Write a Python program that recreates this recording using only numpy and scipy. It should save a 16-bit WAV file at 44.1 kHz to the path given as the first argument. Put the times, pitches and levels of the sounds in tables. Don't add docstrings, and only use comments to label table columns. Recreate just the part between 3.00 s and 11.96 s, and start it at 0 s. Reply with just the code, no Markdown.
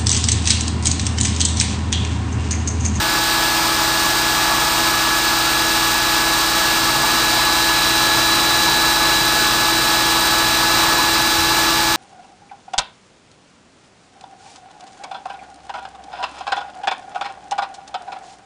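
import sys
import numpy as np
from scipy import signal
from scipy.fft import rfft, irfft
from scipy.io import wavfile

SR = 44100
rng = np.random.default_rng(int(sys.argv[2]) if len(sys.argv) > 2 else 0)


def wrap_up_sound(samples):
    columns = np.atleast_2d(samples).T
    tamed = np.clip(columns, -1, 1)
    steps = np.round(tamed * 32767).astype(np.int16)
    wavfile.write(sys.argv[1], SR, steps)


N = 395136

# time in seconds, speed in rpm.
SHAFT_SPEED = [(0, 2823), (.5, 2822.5), (1.1, 2820), (1.8, 2821.5), (2.3, 2819), (3.5, 2820.4),
               (4.3, 2824.6), (5.3, 2828.2), (6.1, 2827.8), (6.7, 2825.4), (7.6, 2828), (8.05, 2833.8),
               (8.6, 2835.4), (8.96, 2835)]
USUAL_RPM = 2825


def amp(db):
    return 10 ** (np.asarray(db) / 20)


def rms_one(x):
    return x / np.sqrt(np.mean(x ** 2) + 1e-20)


def in_time(rows):
    s, *columns = np.transpose(rows)
    return [np.interp(np.arange(N) / SR, s, c) for c in columns]


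def drift(corner_hz):
    r = np.exp(-2 * np.pi * corner_hz * 40 / SR)
    noise = rng.standard_normal(N // 40 + 3002)
    slow = signal.lfilter([1], [1, -2 * r, r * r], noise)[3000:]
    return np.interp(np.arange(N) / 40, np.arange(len(slow)), rms_one(slow - slow.mean()))


def colour(x, spectrum):
    # centre in Hz, width at half the boost in Hz, boost in dB (a dip if negative).
    hollows = [(960, 23, 3.5), (1163, 38, 6.5), (1290, 49, 5.5), (1386, 30, -3.5), (2790, 82, 4),
               (4460, 50, 3)]
    hz = np.arange(N // 2 + 1) * SR / N + 1e-3
    at_hz, level_db = np.transpose(spectrum)
    shape_db = np.interp(np.log(hz), np.log(at_hz), level_db, left=-80, right=-80)
    for centre_hz, width_hz, boost_db in hollows:
        shape_db += boost_db / (1 + (2 * (hz - centre_hz) / width_hz) ** 2)
    return rms_one(irfft(rfft(x) * amp(shape_db), N))


def tone(cycles, level_db, waver_db, corner_hz):
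    height = np.sqrt(2) * amp(level_db + waver_db * drift(corner_hz))
    return height * np.sin(2 * np.pi * (cycles + rng.random()))


def swells(events, rise_s):
    out = np.zeros(N)
    for start_s, level_db, hz, t60 in events:
        t = np.maximum(np.arange(N) / SR - start_s, 0)
        decay = amp(level_db - 60 * t / t60)
        out += decay * (1 - np.exp(-t / rise_s)) * np.sin(2 * np.pi * hz * t)
    return out


def water():
    # time in seconds, spray in dB, run-off in dB.
    flow = [(0, -21, -23.5), (.8, -20, -22.5), (1.6, -20.5, -22), (2.4, -20, -22.5), (3.2, -20, -22.5),
            (4.0, -19.5, -21), (4.6, -19.5, -22.2), (5.4, -19.5, -21), (6.2, -19.5, -21.2),
            (6.8, -19.5, -22), (7.2, -19.5, -20.5), (7.5, -19.5, -22), (7.8, -18.5, -19), (8.1, -20, -21.3),
            (8.5, -19.5, -21.5), (8.96, -20, -22.5)]
    # frequency in Hz, relative level in dB.
    rumble_spectrum = [(12, -14), (28, -13), (45, -16), (70, -3), (100, -6.5), (135, 0.5), (200, -4.5),
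                       (350, 0), (520, -3), (700, -14), (1000, -44)]
    splash_spectrum = [(450, -31), (620, -6), (800, -3), (950, -2), (1150, -1.5), (1350, -2), (1450, -4),
                       (1800, -5.5), (2050, -11.5), (2600, -13)]
    hiss_spectrum = [(1500, -12.5), (2050, -6.5), (2700, -2.5), (3120, -4), (3700, 0.5), (4120, -2),
                     (4400, 0.5), (5050, 0), (5400, -2.5), (6100, -6), (7000, -51)]
    treble_spectrum = [(5400, -16), (6300, 0), (6680, -2), (6950, 0), (7650, -1.5), (8100, -1), (8480, 2),
                       (8800, -1), (9200, -3), (9600, -6), (10000, -8), (10220, -10), (10350, -18),
                       (10600, -30)]

    spray_db, runoff_db = [db - db.mean() for db in in_time(flow)]
    faster_rpm = in_time(SHAFT_SPEED)[0] - USUAL_RPM
    noise = rng.standard_normal((4, N))
    flutter = drift(20.0)

    rumble_db = -32 + runoff_db + 0.07 * faster_rpm + 0.6 * drift(2.4)
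    rumble = amp(rumble_db) * colour(noise[0], rumble_spectrum)

    splash_db = -22 + 0.83 * runoff_db + 0.38 * drift(7.4)
    bubbles = amp(-11.5) * gurgle(per_s=90, cycles=44.0)
    splash = amp(splash_db) * (colour(noise[1], splash_spectrum) + bubbles)

    hiss_db = -20.5 + 0.99 * spray_db + 0.43 * flutter
    grainy = noise[2] + 0.33 * droplets(per_s=3000, spread_db=3.1)
    bright = brighten(colour(grainy, hiss_spectrum), gain_db=0.0653 * faster_rpm)
    hiss = amp(hiss_db) * bright

    treble_db = -25 + 0.98 * spray_db + 0.36 * flutter + 0.23 * drift(30.0)
    fine = noise[3] + 0.47 * droplets(per_s=2500, spread_db=2.7)
    treble = amp(treble_db) * colour(fine, treble_spectrum)
    return rumble + splash + hiss + treble


def droplets(per_s, spread_db):
    sizes = amp(spread_db * np.minimum(rng.exponential(1, N), 5)) * rng.choice([-1, 1], N)
    return rms_one(sizes * (rng.random(N) < per_s / SR))


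def brighten(x, gain_db):
    low = signal.sosfiltfilt(signal.butter(4, 4800, fs=SR, output="sos"), x)
    return low + amp(gain_db) * (x - low)


def ring(clicks, hz, t60):
    r, w = amp(-60 / (t60 * SR)), 2 * np.pi * hz / SR
    return signal.lfilter([0, np.sin(w)], [1, -2 * r * np.cos(w), r * r], clicks + 1e-18)


def gurgle(per_s, cycles):
    pitches_hz = np.geomspace(880, 1420, num=12)
    hits = droplets(per_s, spread_db=3.3)
    dealt = rng.integers(0, len(pitches_hz), N)
    total = np.zeros(N)
    for k, hz in enumerate(pitches_hz):
        t60 = cycles / hz
        once = ring(hits * (dealt == k), hz, t60)
        total += ring(once, hz, t60)
    return rms_one(total)


def brief_tones():
    # start in seconds, starting level of the decay in dB, pitch in Hz.
    tone_events = [(.77, -29, 1160), (1.03, -23, 1166), (1.51, -16, 1125), (1.62, -24, 1170),
                   (1.86, -22, 1290), (2.04, -25, 1200), (2.27, -25, 1180), (3.81, -25, 1290),
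                   (4.08, -17, 1210), (4.15, -22, 1290), (4.31, -23, 710), (4.55, -16, 990),
                   (7.69, -17, 1006), (7.74, -30, 1290), (7.8, -23, 960), (8.7, -14, 1166)]
    t60_s = 0.26
    return swells([(*row, t60_s) for row in tone_events], rise_s=0.012)


def echoes(x, level_db):
    lags = (rng.uniform(0.004, 0.04, size=12) * SR).astype(int)
    wet = sum(np.roll(x, lag) * (-1) ** k for k, lag in enumerate(lags)) / np.sqrt(len(lags))
    return (x + amp(level_db) * wet) / np.sqrt(1 + amp(2 * level_db))


def drive():
    loud_orders = [7, 18, 36]
    # level in dB rms at the usual speed, dB gained per rpm above it,
    # share of the whine's swing (against it if negative).
    loud_levels = [(-30.5, 0.28, -0.16), (-28, 0.13, 0.076), (-25.5, -0.03, 0.26)]
    # time in seconds, level in dB rms.
    whine_level = [(0, -30), (.35, -29.5), (.65, -36), (1.0, -32), (1.3, -29), (1.9, -29.5), (2.6, -28.5),
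                   (3.3, -27.5), (3.84, -28.5), (4.2, -25.5), (4.5, -25), (5.4, -21.5), (6.1, -23),
                   (6.7, -25), (8.0, -24), (8.4, -25), (8.96, -26)]
    # multiple of the piston rate, level in dB rms.
    piston_lines = [(2, -40), (3, -42), (5, -43), (7, -38), (8, -45), (9, -50), (10, -40), (14, -47),
                    (15, -44), (16, -49), (17, -45), (18, -49), (19, -45), (20, -50), (21, -44), (22, -49),
                    (23, -49), (24, -44), (25, -51), (26, -52), (27, -52), (28, -51), (29, -51)]
    # multiple of shaft speed, level in dB rms.
    side_lines = [(19.6, -42), (29.4, -39), (32, -35), (39.2, -47), (46, -50), (50, -44), (54, -42),
                  (68, -45), (72, -43), (81.44, -42), (86, -48), (100, -47), (104, -43), (108, -43),
                  (123, -48), (179, -50), (180, -46), (193, -51)]

    rpm, = in_time(SHAFT_SPEED)
    whine_db, = in_time(whine_level)
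    whine_swing_db = whine_db - whine_db.mean()
    turns = np.cumsum(rpm / 60) / SR
    piston_strokes = loud_orders[0] * turns

    loud = np.zeros(N)
    for order, (usual_db, db_per_rpm, share) in zip(loud_orders, loud_levels):
        level_db = usual_db + db_per_rpm * (rpm - USUAL_RPM) + share * whine_swing_db
        loud += tone(order * turns, level_db, waver_db=0.98, corner_hz=7.1)
    whine = tone(84 * turns, whine_db, waver_db=0.5, corner_hz=8.0)
    pistons = sum(tone(k * piston_strokes, db, waver_db=1.5, corner_hz=0.6) for k, db in piston_lines)
    sides = sum(tone(k * turns, db, waver_db=1.8, corner_hz=1.1) for k, db in side_lines)
    return loud + whine + pistons + sides


def hum():
    # frequency in Hz, level in dB rms.
    hum_lines = [(41, -39.5), (58.5, -41.5), (85.5, -53), (120, -38.5), (180.2, -46), (240.2, -40),
                 (300.1, -40.5), (360, -45.5), (449.5, -51), (540.3, -47), (600.2, -67), (638.6, -42.5)]
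    seconds = np.arange(N) / SR
    return sum(tone(hz * seconds, db, waver_db=0.7, corner_hz=2.5) for hz, db in hum_lines)


def thuds():
    # start in seconds, starting level of the decay in dB, pitch in Hz, t60 in seconds.
    thud_events = [(3.96, -20, 136, .25), (7.86, -30, 170, .25), (8.0, -28, 280, .2), (8.371, -20, 82, .3)]
    return swells(thud_events, rise_s=0.017)


def scene():
    mono = echoes(water(), level_db=-15.5) + brief_tones() + drive() + hum() + thuds()
    return np.tile(mono, (2, 1))


def record(dry):
    anti_alias_hz, cutoff_hz = 10440, 15260
    smooth = signal.sosfilt(signal.ellip(14, 0.5, 90, anti_alias_hz, fs=SR, output="sos"), dry)
    held = np.repeat(smooth[:, ::2], 2, axis=1)[:, :N]
    return signal.sosfilt(signal.ellip(14, 0.5, 90, cutoff_hz, fs=SR, output="sos"), held)


dry = scene()
out = record(dry)
wrap_up_sound(out)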